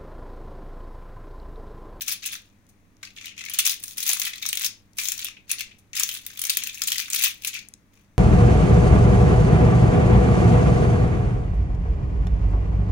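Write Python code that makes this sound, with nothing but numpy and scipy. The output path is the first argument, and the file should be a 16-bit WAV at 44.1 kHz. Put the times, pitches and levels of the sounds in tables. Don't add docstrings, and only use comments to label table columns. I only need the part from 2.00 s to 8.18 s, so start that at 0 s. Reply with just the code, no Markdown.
import sys
import numpy as np
from scipy import signal
from scipy.fft import rfft, irfft
from scipy.io import wavfile
from scipy.ndimage import uniform_filter1d

SR = 44100
rng = np.random.default_rng(int(sys.argv[2]) if len(sys.argv) > 2 else 0)


def to_wav(s):
    ch = np.atleast_2d(s).T
    pcm = np.round(np.clip(ch, -1, 1) * 32767)
    wavfile.write(sys.argv[1], SR, pcm.astype(np.int16))


N = 272538
TIME = np.arange(N) / SR

# start in seconds, length in seconds, relative crackle level in dB,
# relative rub level in dB, change of pressure from start to end in dB.
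CARD_STROKES = [(0.0, 0.012, -29, -32, -8.5), (0.073, 0.043, -33, -32, 5), (0.232, 0.066, -48.5, -36.5, -5),
                (0.32, 0.02, -36, -30.5, 2.5), (1.039, 0.1, -66, -50, -24), (1.14, 0.15, -63.5, -42.5, 3.5),
                (1.375, 0.21, -56, -39, 1.5), (1.658, 0.068, -24.5, -30, -10), (1.795, 0.13, -45, -72, 7),
                (1.973, 0.16, -29, -35, 12), (2.193, 0.085, -30, -29.5, -3), (2.332, 0.14, -49, -42, 4),
                (2.422, 0.13, -45, -36, -10), (2.609, 0.023, -31.5, -30, -0.5),
                (2.986, 0.165, -33.5, -41.5, -9), (3.188, 0.09, -48, -35, 3),
                (3.502, 0.027, -39.5, -30, -2), (3.575, 0.026, -50.5, -33, 13.5),
                (3.96, 0.071, -31, -29, -5.5), (4.067, 0.098, -37.5, -38, 5),
                (4.215, 0.18, -52, -50.5, 3.5), (4.383, 0.31, -45, -37.5, 7.5), (4.735, 0.085, -44, -44, 0),
                (4.839, 0.17, -40, -35.5, 16.5), (5.03, 0.13, -49.5, -42.5, -8),
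                (5.12, 0.16, -28.5, -30.5, 5.5), (5.229, 0.033, -23.5, -24, -5.5),
                (5.416, 0.065, -42, -44, 10), (5.54, 0.045, -44.5, -32.5, -5.5),
                (5.937, 0.11, -72, -64.5, -11)]
BITE_DB_PER_S, LIFT_DB_PER_S = 1291, 528
SETTLE_DB, SETTLE_DB_PER_S = -19.5, 130.5

# start in seconds, relative level in dB.
LOUD_SNAPS = [(0.018, -15), (1.257, -21), (1.4508, -23.5), (1.497, -18), (1.6556, -8.5), (1.665, -6),
              (1.837, -15.5), (1.8802, -22.5), (1.981, -13.5), (2.027, -17), (2.0768, -10), (2.091, -7),
              (2.1011, -12.5), (2.1306, -10.5), (2.1705, -18.5), (2.217, -14), (2.357, -27),
              (2.4625, -12.5), (2.4885, -9.5), (2.5285, -8), (2.5535, -16), (2.5721, -9), (2.5947, -17),
              (2.663, -10.5), (2.9836, -14.5), (3.054, -12.5), (3.0853, -9.5), (3.1003, -26), (3.119, -10),
              (3.178, -20), (3.1926, -17.5), (3.2151, -25), (3.2452, -14), (3.494, -24.5), (3.5142, -6),
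              (3.531, -20), (3.591, -24), (3.6073, -15), (3.9969, -6.5), (4.0332, -5.5), (4.0897, -12.5),
              (4.1405, -20.5), (4.2643, -15), (4.3735, -22), (4.392, -15), (4.4164, -10), (4.4381, -11.5),
              (4.4508, -12), (4.468, -13.5), (4.496, -5.5), (4.5013, -4.5), (4.5334, -19), (4.5494, -24),
              (4.5703, -3.5), (4.6363, -13.5), (4.672, -14.5), (4.744, -23), (4.8184, -9), (4.836, -12.5),
              (4.883, -10), (4.902, -16), (4.919, -7.5), (4.927, -12.5), (4.9811, -10.5), (5.0002, -15),
              (5.101, -14.5), (5.132, -11), (5.1466, -8.5), (5.1616, -8.5), (5.2113, -20), (5.4474, -11)]
# start in seconds, relative level of the
# first crease in dB.
BUCKLE_CASCADES = [(0.079, -15.5), (0.1197, -16), (0.2593, -16), (1.5354, -18), (1.587, -5.5),
                   (2.6437, -11.5), (4.872, -13), (5.2356, -6), (5.471, -15.5)]
CASCADE_GAP_S, CASCADE_DB_PER_S = 0.002, 598
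# time in seconds, mean pitch in Hz.
CARD_RESONANCE = [(0.3, 3410), (1.45, 2580), (1.7, 3350), (2.55, 3710), (3.0, 2810), (3.7, 2300),
                  (4.5, 3520), (4.7, 2705), (5.55, 2440)]
# start in seconds, relative level in dB, pitch in Hz.
FOIL_TAPS = [(0.239, -24.5, 2440), (1.0293, -27, 1170), (1.0297, -20.5, 1680), (1.267, -26, 2900),
             (1.378, -25, 2305), (1.393, -28, 2200), (1.408, -25.5, 2080), (2.097, -14, 854),
             (2.165, -18, 1080), (2.333, -22.5, 2030), (2.986, -11, 2340), (3.932, -22.5, 2200),
             (4.3015, -28, 1700), (4.819, -16, 1270), (5.539, -23, 2490)]
# start in seconds, relative level in dB, pitch in Hz.
EDGE_SQUEAKS = [(1.178, -34.5, 3130), (1.31, -37, 2460), (2.265, -24, 2230), (2.427, -29, 2410),
                (3.366, -37, 2640), (3.71, -39, 2700)]
# start in seconds, relative level in dB, pitch in Hz.
LIGHT_BRUSHES = [(0.688, -49.5, 7400), (3.783, -47, 8550)]
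# start in seconds, relative level in dB, pitch in Hz.
PAINT_TICKS = [(0.6664, -50, 6600), (0.9675, -52.5, 5400), (2.9325, -48, 5960), (5.686, -32.5, 9600),
               (5.7375, -31, 5700)]

# frequency in Hz, gain in dB.
FOIL_SPECTRUM = [(150, -48), (600, -22.5), (850, -19.5), (1150, -14), (1700, -4.5), (2500, -0.5),
                 (16000, -2)]
# frequency in Hz, gain in dB.
RUB_SPECTRUM = [(200, -80), (750, -24.5), (1200, -15.5), (2300, -4.5), (6500, -1.5), (16000, -22.5)]
# frequency in Hz, time to fall by 60 dB in seconds.
ROOM_DECAY = [(5600, 0.25), (14700, 0.11)]
# frequency in Hz, gain in dB.
ECHO_SPECTRUM = [(300, -6), (2500, 0), (6500, -3), (16000, -2)]
# frequency in Hz, relative level in dB.
RUMBLE_SPECTRUM = [(20, -3.5), (125, -11.5), (220, -9), (350, -17), (800, -25.5), (2000, -26.5),
                   (3300, -35), (16000, -46)]
# frequency in Hz, likeness from 0 to 1.
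RUMBLE_LIKENESS = [(25, .3), (100, 0.8), (300, 0.83), (1500, 0.14)]
# frequency in Hz, rms level at the microphones in dB.
MAINS_HUM = [(100, -66), (200, -70.5), (300, -74.5)]
# frequency in Hz, gain in dB.
LEFT_PORT = [(700, 0), (1100, -1), (2100, 4.5), (2570, 5), (2950, 0), (5200, 3.5), (6000, 9), (6800, 8.5),
             (7700, 0.5), (8500, -7), (9700, 4.5), (13000, 3.5), (14200, 10.5)]
RIGHT_PORT = [(700, 0), (1200, 3), (2000, -8.5), (2700, -2.5), (3500, 4), (4800, -2), (6600, -5),
              (7900, 4.5), (10000, 5.5), (12500, -1), (14200, -8.5), (16000, -19.5)]
EDGE_HZ = 15950


def pressure(start, length, change_db):
    before = np.maximum(start - TIME, 0)
    after = np.maximum(TIME - start - length, 0)
    hold_db = change_db * (np.clip((TIME - start) / length, 0, 1) - .5)
    release_db = np.maximum(-LIFT_DB_PER_S * after, SETTLE_DB - SETTLE_DB_PER_S * after)
    return hold_db + release_db - BITE_DB_PER_S * before


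def drag():
    drive_db = np.full((2, N), -np.inf)
    for start, length, crackle_db, rub_db, change_db in CARD_STROKES:
        stroke_db = np.array([[crackle_db], [rub_db]]) + pressure(start, length, change_db)
        drive_db = np.maximum(drive_db, stroke_db)
    return gain_of(drive_db)


def crease(t60, low_hz=2500, high_hz=15000, width_hz=900, crack_db=5, crack_s=0.0037,
           rise_s=0.00033, ring_db=6, size=4000):
    t = np.arange(size) / SR
    scatter = gain_of(-60 * t / t60)
    crack = gain_of(crack_db) * np.exp(-t / crack_s)
    shape = (scatter + crack) * (1 - np.exp(-t / rise_s))
    burst = pair(size) * shape / shape.max()
    pitch_hz = low_hz * (high_hz / low_hz) ** rng.random()
    return burst + gain_of(ring_db) * facet(burst, pitch_hz, width_hz)


def snaps(level_db=-11.0, crack_db=7, ring_db=7, count=10):
    out = np.zeros((2, N))
    creases = list(LOUD_SNAPS)
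    for s, db in BUCKLE_CASCADES:
        delays = CASCADE_GAP_S * (np.arange(count) + rng.random(count) - .5).clip(0)
        creases += [(s + delay, db - CASCADE_DB_PER_S * delay) for delay in delays]
    for s, db in creases:
        t60 = rng.uniform(.014, .034)
        add(out, s, gain_of(db) * crease(t60, crack_db=crack_db, ring_db=ring_db))
    return gain_of(level_db) * colour(out, FOIL_SPECTRUM)


def crinkle(per_s, spread_db, creases, spectrum, size=1500):
    out = np.zeros((2, N))
    for when, luck, kind in rng.random((int(per_s * N / SR), 3)):
        gain = gain_of(-spread_db * np.log(luck + 0.11))
        add(out, when * N / SR, gain * creases[int(kind * len(creases))])
    out = evened(colour(out, spectrum))
    local_power = uniform_filter1d((out ** 2).mean(0), size)
    return out / np.sqrt(local_power + 0.023)


def crackle(drive, level_db=-2.5, per_s=260, spread_db=7.5, count=60):
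    creases = [crease(rng.uniform(.008, .026), size=1500) for _ in range(count)]
    return gain_of(level_db) * crinkle(per_s, spread_db, creases, FOIL_SPECTRUM) * drive


def rub(drive, level_db=-4.5, per_s=150, spread_db=8.0, t60=0.038, card_db=1, card_width_hz=700, count=60):
    creases = [crease(t60 * (.5 + rng.random()), low_hz=1070, high_hz=5130, width_hz=520,
                      ring_db=12.5, size=1500) for _ in range(count)]
    catches = crinkle(per_s, spread_db, creases, RUB_SPECTRUM)
    flex = 1 + .1 * evened(uniform_filter1d(rng.standard_normal(N), size=1200))
    card_hz = np.interp(TIME, *np.transpose(CARD_RESONANCE)) * flex
    card = resonate(catches, card_hz, card_width_hz)
    return gain_of(level_db) * evened(catches + gain_of(card_db) * card) * drive


def taps(level_db=-8.5, t60=0.057, width_hz=400, ring_db=17):
    out = np.zeros((2, N))
    for s, db, hz in FOIL_TAPS:
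        clack = crease(t60, low_hz=hz, high_hz=hz, width_hz=width_hz, ring_db=ring_db)
        add(out, s, gain_of(db) * clack)
    return gain_of(level_db) * colour(out, RUB_SPECTRUM)


def chirps(rows, peak_s, width_hz, size=3000):
    out = np.zeros((2, N))
    u = np.arange(size) / SR / peak_s
    for s, db, hz in rows:
        pulse = pair(size) * u * np.exp(-u)
        chirp = facet(facet(pulse, hz, width_hz), hz, width_hz)
        add(out, s, gain_of(db) * chirp / abs(chirp).max())
    return out


def room(x, wet_db=-5.5, build_s=0.0019, count=18000):
    hz, t, z = signal.stft(rng.standard_normal((2, count)), SR, nperseg=256)
    decay = gain_of(-60 * t / read(ROOM_DECAY, hz)[:, None])
    tail = signal.istft(z * decay, SR)[1]
    tail *= 1 - np.exp(-np.arange(tail.shape[1]) / SR / build_s)
    tail = colour(tail / np.linalg.norm(tail[0]), ECHO_SPECTRUM)
    return gain_of(wet_db) * signal.fftconvolve(x, tail, axes=1)[:, :N]


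def roaming_room(x, count=4):
    turn = 2 * np.pi * 7 * TIME
    weights = [np.cos(turn * (k // 2 + 1) + k * np.pi / 2) for k in range(count)]
    return sum(room(x * weight) for weight in weights) * np.sqrt(2 / count)


def background(rumble_db=-60):
    hz = np.fft.rfftfreq(N, 1 / SR)
    left, other = rfft(rng.standard_normal((2, N)))
    same = read(RUMBLE_LIKENESS, hz)
    right = same * left + np.sqrt(1 - same ** 2) * other
    air = irfft(np.array([left, right]) * gain_of(read(RUMBLE_SPECTRUM, hz)), N)
    hum = sum(gain_of(db) * np.sqrt(2) * np.sin(2 * np.pi * (f * TIME + rng.random()))
              for f, db in MAINS_HUM)
    return gain_of(rumble_db) * evened(air) + hum


def pair(count, same=0.2, lead=4):
    left, other = rng.standard_normal((2, count))
    return np.array([left, same * np.roll(left, -lead) + np.sqrt(1 - same ** 2) * other])


def facet(x, hz, width_hz):
    return signal.lfilter(*signal.iirpeak(hz, hz / width_hz, fs=SR), x)


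def resonate(x, hz, width_hz):
    turn = np.exp(2j * np.pi * np.cumsum(hz) / SR)
    r = np.exp(-np.pi * width_hz / SR)
    return 2 * (turn * signal.lfilter([1 - r], [1, -r], x / turn)).real


def colour(x, points, size=2048):
    log_gain = np.log(gain_of(read(points, abs(np.fft.fftfreq(size, 1 / SR)))))
    impulse = np.fft.ifft(np.exp(np.conj(signal.hilbert(log_gain)))).real
    return signal.oaconvolve(x, impulse[None, :size // 2], axes=1)[:, :x.shape[1]]


def read(points, hz):
    f, value = np.transpose(points)
    return np.interp(np.log(hz + 1), np.log(f + 1), value)


def gain_of(db):
    return 10 ** (np.asarray(db) / 20)


def evened(x):
    return x / np.sqrt(np.mean(x ** 2) + 1e-20)


def add(mix, s, sound):
    part = mix[:, round(s * SR):][:, :sound.shape[1]]
    part += sound[:, :part.shape[1]]


def scene():
    crackle_drive, rub_drive = drag()
    foil = snaps() + taps() + crackle(crackle_drive) + rub(rub_drive)
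    foil = foil + chirps(EDGE_SQUEAKS, peak_s=0.0047, width_hz=1100)
    foil = foil + chirps(LIGHT_BRUSHES, peak_s=0.0054, width_hz=10400)
    ticks = chirps(PAINT_TICKS, peak_s=0.00093, width_hz=6200)
    reflections = roaming_room(foil + gain_of(-9) * ticks)
    return foil + ticks + reflections + background()


def record(dry):
    heard = np.vstack([colour(dry[:1], LEFT_PORT), colour(dry[1:], RIGHT_PORT)])
    low_pass = signal.firwin(255, EDGE_HZ, window=("kaiser", 9), fs=SR)
    return signal.oaconvolve(heard, low_pass[None], "same")


dry = scene()
out = record(dry)
to_wav(out)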